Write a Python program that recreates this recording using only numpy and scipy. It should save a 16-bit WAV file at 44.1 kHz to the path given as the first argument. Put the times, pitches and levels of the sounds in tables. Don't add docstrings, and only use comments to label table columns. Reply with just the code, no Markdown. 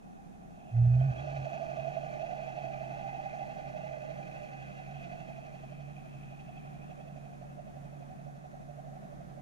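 import sys
import numpy as np
from scipy import signal
from scipy.fft import rfft, irfft, next_fast_len
from scipy.io import wavfile

SR = 44100
rng = np.random.default_rng(int(sys.argv[2]) if len(sys.argv) > 2 else 0)


def materialize(psi):
    bounded = np.clip(np.atleast_2d(psi).T, -1, 1)
    quanta = np.round(bounded * 32767).astype(np.int16)
    wavfile.write(sys.argv[1], SR, quanta)


N = 414981
TIME = np.arange(N) / SR

START_S = 0.698
BOOM_ATTACK_S = 0.12
LEAVES_S, LEAVING_S = 4.7, 2.2


def undb(db):
    return 10 ** (np.asarray(db) / 20)


def unit(x):
    return x / np.sqrt(np.mean(x ** 2))


def curves(table):
    times_s, *columns = np.transpose(table)
    return [np.interp(TIME, times_s, column) for column in columns]


def ramp(start_s, length_s):
    return np.clip((TIME - start_s) / length_s, 0, 1)


def filtered(x, gain_at):
    size = next_fast_len(N)
    frequencies = np.arange(1, size // 2 + 2) * SR / size
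    spectrum = rfft(x, size) * gain_at(frequencies)
    in_phase = unit(irfft(spectrum, size)[:N])
    quadrature = unit(irfft(-1j * spectrum, size)[:N])
    return in_phase + 1j * quadrature


def noise(gain_at):
    return filtered(rng.standard_normal(N), gain_at)


def coloured(spectrum):
    hz, db = np.transpose(spectrum)

    def gain_at(f):
        rolloff = 1 + (f / (2 * hz[-1])) ** 2
        return undb(np.interp(np.log(f), np.log(hz), db)) / rolloff

    return noise(gain_at).real


def resonance(hz, width_hz):
    return lambda f: 1 / (1 + ((f / hz - hz / f) * hz / width_hz) ** 2)


def walk(rate_hz):
    return noise(lambda f: np.exp(-(f / rate_hz) ** 2)).real


def pair(x, left_db, left_phase):
    left = (x * undb(left_db) * np.exp(1j * left_phase)).real
    return np.array([left, x.real])


def calmed(x, above_hz=1000, calm_db=-5):
    highpass = signal.butter(2, above_hz, "high", fs=SR, output="sos")
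    bright = signal.sosfiltfilt(highpass, x)
    calm = 1 - ramp(START_S, BOOM_ATTACK_S)
    return x - bright * (1 - undb(calm_db)) * calm


# f/Hz, relative level/dB
ROCK_SPECTRUM = [(120, -38), (200, 12), (290, -1), (400, 0), (520, -3.5), (800, 0.5), (1000, -7),
                 (1500, -10), (2200, -17.5), (3200, -63), (5000, -56.5)]
# f/Hz, relative level/dB
MURMUR_SPECTRUM = [(15, -11), (29, -2), (44, -12.5), (62, -6), (85, -15), (110, -9.5), (165, 0.5),
                   (205, -3), (260, -9), (420, -19.5), (900, -27), (1800, -27.5), (2900, -36), (4500, -41)]
# f/Hz, relative level/dB
HISS_SPECTRUM = [(2000, -14.5), (3500, 5), (4700, -1.5), (6500, 5.5), (8000, -2), (10000, 0.5),
                 (13000, -6.5), (14500, -19), (15600, -21.5)]


def water(rock_db=-54.5, murmur_db=-52, hiss_db=-76, whistle_db=-93):
    def sway():
        return undb(1.1 * walk(6))

    opposite = np.array([[-.95], [1]])
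    rock = coloured(ROCK_SPECTRUM) * undb(rock_db) * sway() * opposite
    murmur = np.array([coloured(MURMUR_SPECTRUM) * sway() for _ in range(2)]) * undb(murmur_db)
    hiss = np.array([coloured(HISS_SPECTRUM) for _ in range(2)]) * undb(hiss_db + .5 * walk(14))
    whistle = noise(resonance(6505, 9)) * undb(whistle_db) * ramp(0, 6)
    return calmed(rock + murmur) + hiss + pair(whistle, -8.0, 0)


# f/Hz, peak level/dB at the right microphone
BUZZ_TONES = [(30, -71), (60, -73), (180, -64.5), (210, -70)]


def buzz():
    tones = sum(undb(db) * np.exp(2j * np.pi * hz * TIME) for hz, db in BUZZ_TONES)
    return pair(tones, -2, 0)


# t/s, speed/(turns per s)
SHAFT_SPEED = [(0, 11.65), (2.5, 11.7), (3.3, 11.6), (4, 11.8), (5.2, 11.78), (6.2, 11.72), (7, 11.76),
               (8, 11.68), (9.41, 11.86)]


def shaft_turns():
    return .02 + np.cumsum(curves(SHAFT_SPEED)[0]) / SR


# first surge/dB, second surge/dB (before churn depth), slap/dB
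NEAR_BLADES = (4.5, .5, -14)
FAR_BLADES = (8.5, -1.5, -6)


def blades():
    gone = ramp(LEAVES_S, LEAVING_S)
    return [near + (far - near) * gone for near, far in zip(NEAR_BLADES, FAR_BLADES)]


def churn(depth):
    first_db, second_db, _ = blades()
    swing = np.cos(2 * np.pi * shaft_turns())
    first_surge = first_db * np.exp(2 * (swing - 1))
    second_surge = second_db * np.exp(-3 * (swing + 1))
    unevenness = 1.3 * walk(60)
    return rng.standard_normal(N) * undb(depth * (first_surge + second_surge + unevenness))


def slaps():
    at = np.flatnonzero(np.diff(np.floor(shaft_turns())))
    late, loud = rng.standard_normal((len(at), 2)).T
    at = np.clip(at + (late * .0035 * SR).astype(int), 0, N - 1)
    pulses = np.zeros(N)
    pulses[at] = np.sqrt(N / len(at)) * undb(blades()[2][at] + 2 * loud)
    return pulses


# t/s, lag of surface echo/ms, level of that echo/dB, tilt of the whine/(dB per octave)
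BOAT_PATH = [(.4, 3.31, -15.5, 21.5), (1.1, 3.99, -14, -9.5), (1.9, 3.71, -8, -5), (2.35, 3.85, -13, -4),
             (2.7, 3.8, -19, 7), (3.3, 4.36, -14.5, 12.5), (4, 4.09, -7.5, -19), (4.55, 4.5, -5.5, -15),
             (5.1, 4.92, -8.5, 3), (5.8, 5.71, -17.5, -10), (6.3, 5.98, -15.5, 21), (7.1, 6.13, -8.5, -15),
             (8.2, 6.21, -5.5, 3), (9.1, 6.16, -12.5, -13)]


def surface_echo(x):
    lag_ms, echo_db, _ = curves(BOAT_PATH)
    mirrored = np.interp(TIME - lag_ms / 1000, TIME, x)
    return x - undb(echo_db) * mirrored


def housing(x, modes, shift_hz=0):
    bend = np.exp(2j * np.pi * np.cumsum(shift_hz) / SR)
    out = 0
    for hz, width_hz, db, left_db, left_phase in modes:
        ringing = filtered(x, resonance(hz, width_hz)) * bend * undb(db)
        out = out + pair(ringing, left_db, left_phase)
    return out


def swell(start_s, attack_s, rise_db, sag_db_per_s, drop_s, release_s, drop_db):
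    sag_db = sag_db_per_s * np.maximum(TIME - start_s - attack_s, 0)
    return rise_db * (ramp(start_s, attack_s) - 1) - sag_db - drop_db * ramp(drop_s, release_s)


# t/s, level/dB
WASH_LEVEL = [(0, -62.5), (.45, -61.5), (.9, -49), (1.3, -41), (1.55, -40.5), (1.9, -41), (2.7, -41.5),
              (3.2, -43), (3.9, -44), (4.7, -50), (5.2, -49), (6.2, -59), (7, -54), (8.4, -57), (8.9, -53),
              (9.4, -55.5)]
# f/Hz, width/Hz, relative level/dB, left minus right/dB, left phase/rad
WHINE_RESONANCES = [(510, 91, -12.5, -3, -3.0), (608.6, 42, -4.5, -11.5, -2.5), (662, 44.4, -4, -24, -5),
                    (720.4, 52, -6.5, -7, -1), (778.7, 38.7, -6, -4.5, -1.5), (823, 110, -11, -6.5, -2.5)]
# t/s, level/dB
HIGH_RING_LEVEL = [(0, -75.5), (.52, -75.5), (.57, -69.5), (.93, -63), (1.2, -55), (2.9, -56.5), (3.7, -59),
                   (5.05, -58), (5.6, -63), (6.6, -63.5), (7.5, -72.5), (8.25, -72.5), (8.45, -76),
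                   (9.4, -79)]
# f/Hz, width/Hz, relative level/dB, left minus right/dB, left phase/rad
HIGH_RING_RESONANCES = [(2532, 277, 1.4, -2, 2.07), (3243, 330, -15.5, -0.27, 1.1)]
# f/Hz, width/Hz, relative level/dB, left minus right/dB, left phase/rad
FIZZ_RESONANCES = [
    [(333, 82, 2.5, -0.62, 2.5), (960, 450, -9, -0.074, -2.5), (1195, 130, -4, 0.35, -2.5)],
    [(1503, 120, -8, -6.5, 2.7), (1720, 250, -5.5, -1.5, 3.1)],
    [(2028, 190, -1.8, -3.5, 2.25)],
    [(3830, 180, -13, 0.5, 1.73), (4366, 640, -10.5, 1, -0.74), (5460, 480, -12.5, -7.5, -1.4),
     (6400, 940, -18, 10.5, -1.3)],
]
# idle level/dB, peak level/dB, attack/s, sag/(dB per s), drop as the boat leaves/dB
FIZZ_DRIVE = [(-80, -57, 0.51, 2, 6), (-80, -55, 0.37, 1.14, 25), (-99, -58, 2.5, 2.5, 10.5),
              (-91, -63.5, 0.55, 1.26, 8)]
FIZZ_SWELL_DB, FIZZ_DROP_S, FIZZ_RELEASE_S = 11.5, 5.16, 0.97
WHINE_SAG_HZ = 16


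def propeller(waver_db=0.63, ring_wander_hz=35):
    def sweep(f):
        chirp = np.exp(-1j * np.pi * 8e-5 * (np.minimum(f, 950) - 660) ** 2)
        return chirp / (1 + (f / 900) ** 36)

    surges = filtered(churn(0.88) + slaps(), sweep).real
    fizz = churn(.6)
    arriving = surface_echo(surges)
    wash_db = curves(WASH_LEVEL)[0]
    tilt_db = curves(BOAT_PATH)[2]
    sag_hz = -WHINE_SAG_HZ * ramp(LEAVES_S, 2 * LEAVING_S)
    out = 0
    for mode in WHINE_RESONANCES:
        drive_db = wash_db + tilt_db * np.log2(mode[0] / 680)
        out = out + housing(arriving, [mode], sag_hz) * undb(drive_db)

    high_ring = housing(fizz, HIGH_RING_RESONANCES, ring_wander_hz * walk(9))
    out = out + high_ring * undb(curves(HIGH_RING_LEVEL)[0] + waver_db * walk(25))

    running = ramp(START_S, 0.027)
    for modes, (idle_db, peak_db, attack_s, sag, drop_db) in zip(FIZZ_RESONANCES, FIZZ_DRIVE):
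        envelope_db = swell(START_S, attack_s, FIZZ_SWELL_DB, sag, FIZZ_DROP_S, FIZZ_RELEASE_S, drop_db)
        drive = (1 - running) * undb(idle_db) + running * undb(peak_db + envelope_db)
        out = out + housing(fizz, modes) * drive
    return out


# t/s, level before the rise and fade/dB, f at the onset/Hz, length of the push/s
HOUSING_KNOCKS = [(.575, -45, 650, .006), (.961, -36, 638, .005), (1.01, -29.5, 665, .008),
                  (1.141, -34, 651, .007), (1.264, -33, 603, .012), (1.445, -32, 595, .007),
                  (1.465, -34, 625, .028), (1.516, -30.5, 659, .018), (1.543, -30.5, 648, .028),
                  (1.6, -32, 650, .032), (1.675, -34, 645, .032), (1.77, -33.5, 640, .036),
                  (1.822, -31.5, 662, .009), (1.845, -30.5, 645, .038), (1.945, -34.5, 650, .012),
                  (1.967, -30.5, 645, .022), (2.035, -34.5, 630, .036), (2.126, -32.5, 649, .009),
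                  (2.209, -33, 619, .008), (2.229, -34.5, 655, .026), (2.286, -33, 722, .024),
                  (2.324, -33, 720, .018), (2.376, -34.5, 610, .02), (2.426, -31.5, 665, .006),
                  (2.636, -34, 697, .007), (3.967, -35, 598, .007), (5.132, -38, 678, .007),
                  (5.381, -39, 680, .009), (8.787, -43, 640, .012)]


def knocks(tick_db=-26, rise_s=.0018, decay_s=.004, glide_hz_per_s=600):
    out = np.zeros(N, complex)
    age = np.arange(SR // 10) / SR
    tick_hz = HIGH_RING_RESONANCES[0][0]
    tick = undb(tick_db) * np.exp(2j * np.pi * tick_hz * age - age / decay_s)
    for s, db, hz, push_s in HOUSING_KNOCKS:
        fade = np.exp(-np.maximum(age - push_s, 0) / decay_s) * (1 - np.exp(-age / rise_s))
        ring = np.exp(2j * np.pi * (hz + glide_hz_per_s * age / 2) * age) + tick
        start = int(s * SR)
        out[start:start + len(age)] += undb(db) * ring * fade
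    return pair(out, -21, -1.2)


# t/s, f/Hz
MOTOR_SPEED = [(.72, 116), (.93, 123), (1.035, 131), (1.065, 139), (1.125, 121), (1.18, 123), (1.245, 144),
               (1.29, 134), (1.35, 144), (1.4, 131), (1.45, 140), (3.2, 135.5), (5, 139.3), (6.9, 141.9),
               (9.4, 140.5)]
BOOM_HOLD_S, BOOM_END_S, BOOM_RELEASE_S = 0.23, 1.11, 0.018
BOOM_DB, BOOM_SAG_DB_PER_S, BOOM_FLUTTER_DB = -17, 36, .45
BOOM_DIP_S, BOOM_DIP_LENGTH_S, BOOM_DIP_DB = 1.058, 0.033, -1
LABOUR_DB, JOLT_S, JOLT_LENGTH_S, JOLT_DB = -36.5, 1.4, 0.021, 5.5
HUM_DB, HUM_FADE_DB_PER_S = -44, 0.24


def motor(rumble_db=-44.0, rumble_follow=0.52, half_order_db=-21, lope_db=-31, sway_db=2.0,
          burr_db=-14, burr_hz=178, waver_db=1.0, shudder_db=2.0, throb_db=1.1, wobble_hz=2.6):
    running = np.sin(np.pi / 2 * ramp(START_S, BOOM_ATTACK_S)) ** 2.0
    eased = ramp(BOOM_END_S, BOOM_RELEASE_S)
    settled = ramp(JOLT_S, 0.089)
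    labouring = eased - settled

    boom_db = BOOM_DB - BOOM_SAG_DB_PER_S * np.maximum(TIME - START_S - BOOM_HOLD_S, 0)
    boom_db = boom_db + BOOM_DIP_DB * np.exp(-((TIME - BOOM_DIP_S) / BOOM_DIP_LENGTH_S) ** 2)
    jolt_db = JOLT_DB * np.exp(-((TIME - JOLT_S) / JOLT_LENGTH_S) ** 2)
    hum_db = HUM_DB - HUM_FADE_DB_PER_S * (TIME - JOLT_S)
    level_db = (1 - eased) * boom_db + labouring * LABOUR_DB + settled * hum_db + jolt_db

    pitch_hz = curves(MOTOR_SPEED)[0] + wobble_hz * eased * walk(16.8)
    angle = 2 * np.pi * np.cumsum(pitch_hz) / SR
    tone = np.exp(1j * angle) + undb(half_order_db) * eased * np.exp(.5j * angle)
    tone = tone + undb(lope_db) * (1 - eased) * 2 * np.cos(angle / 2) * np.exp(1j * angle)

    throb = throb_db * np.cos(2 * np.pi * shaft_turns())
    level_db = level_db + settled * (sway_db * walk(4.4) + throb)
    level_db = level_db + BOOM_FLUTTER_DB * (1 - eased) * walk(40)
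    hum = tone * undb(level_db + (shudder_db * labouring + waver_db * settled) * walk(22))
    burr = noise(resonance(burr_hz, 65)) * undb(hum_db + burr_db) * eased
    rumble_level_db = rumble_db + rumble_follow * (level_db - BOOM_DB)
    rumble = noise(resonance(70, 54)) * undb(rumble_level_db) * (1 - settled)
    heard = pair(hum, -3.6 - 2.7 * settled, -.3 - .5 * settled)
    return running * (heard + pair(burr, -17, 1.0) + pair(rumble, -1.8, 0))


# t/s, peak level/dB at the right microphone, f at the onset/Hz, decay/s
HIGH_PINGS = [(1.0, -56, 3130, 0.0076), (1.178, -52, 3270, .014), (1.351, -56, 3000, 0.0073),
              (6.565, -63, 3260, .008), (7.01, -64, 3320, .01)]


def pings(glide_hz_per_s=2500, rise_s=0.0018):
    out = np.zeros(N, complex)
    age = np.arange(SR // 5) / SR
    for s, db, hz, decay_s in HIGH_PINGS:
        fade = np.exp(-age / decay_s) * (1 - np.exp(-age / rise_s))
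        tone = np.exp(2j * np.pi * (hz + glide_hz_per_s * age / 2) * age)
        start = int(s * SR)
        out[start:start + len(age)] += undb(db) * fade / fade.max() * tone
    return pair(out, -8.0, 1)


# t of the middle/s, time from middle to either end/s, f before waver/Hz,
# rms level at the middle before flutter/dB at the right microphone, left minus right/dB
WHINE_STRANDS = [(1.36, 0.26, 601, -45.5, -12), (2.2, 0.4, 601, -46, -10), (3.055, 0.33, 782, -46, -9),
                 (3.45, 0.53, 767, -49, -7), (3.947, 0.37, 634, -51.5, -17), (5.15, 0.4, 688, -51.5, -13)]


def strands(waver_hz=4, flutter_db=3.0):
    out = 0
    waver = waver_hz * walk(12)
    flutter = undb(flutter_db * walk(35))
    for s, half_s, hz, db, left_db in WHINE_STRANDS:
        arch = np.cos(np.pi / 2 * np.clip((TIME - s) / half_s, -1, 1)) ** 2
        tone = np.exp(2j * np.pi * np.cumsum(hz + waver) / SR)
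        out = out + pair(tone * arch * flutter * undb(db), left_db, -2.33)
    return np.sqrt(2) * out


def scene():
    return water() + buzz() + propeller() + knocks() + motor() + pings() + strands()


TOP_HZ = 15400


def record(dry):
    lowpass = signal.ellip(8, .2, 70, TOP_HZ, fs=SR, output="sos")
    return signal.sosfilt(lowpass, dry)


dry = scene()
out = record(dry)
materialize(out)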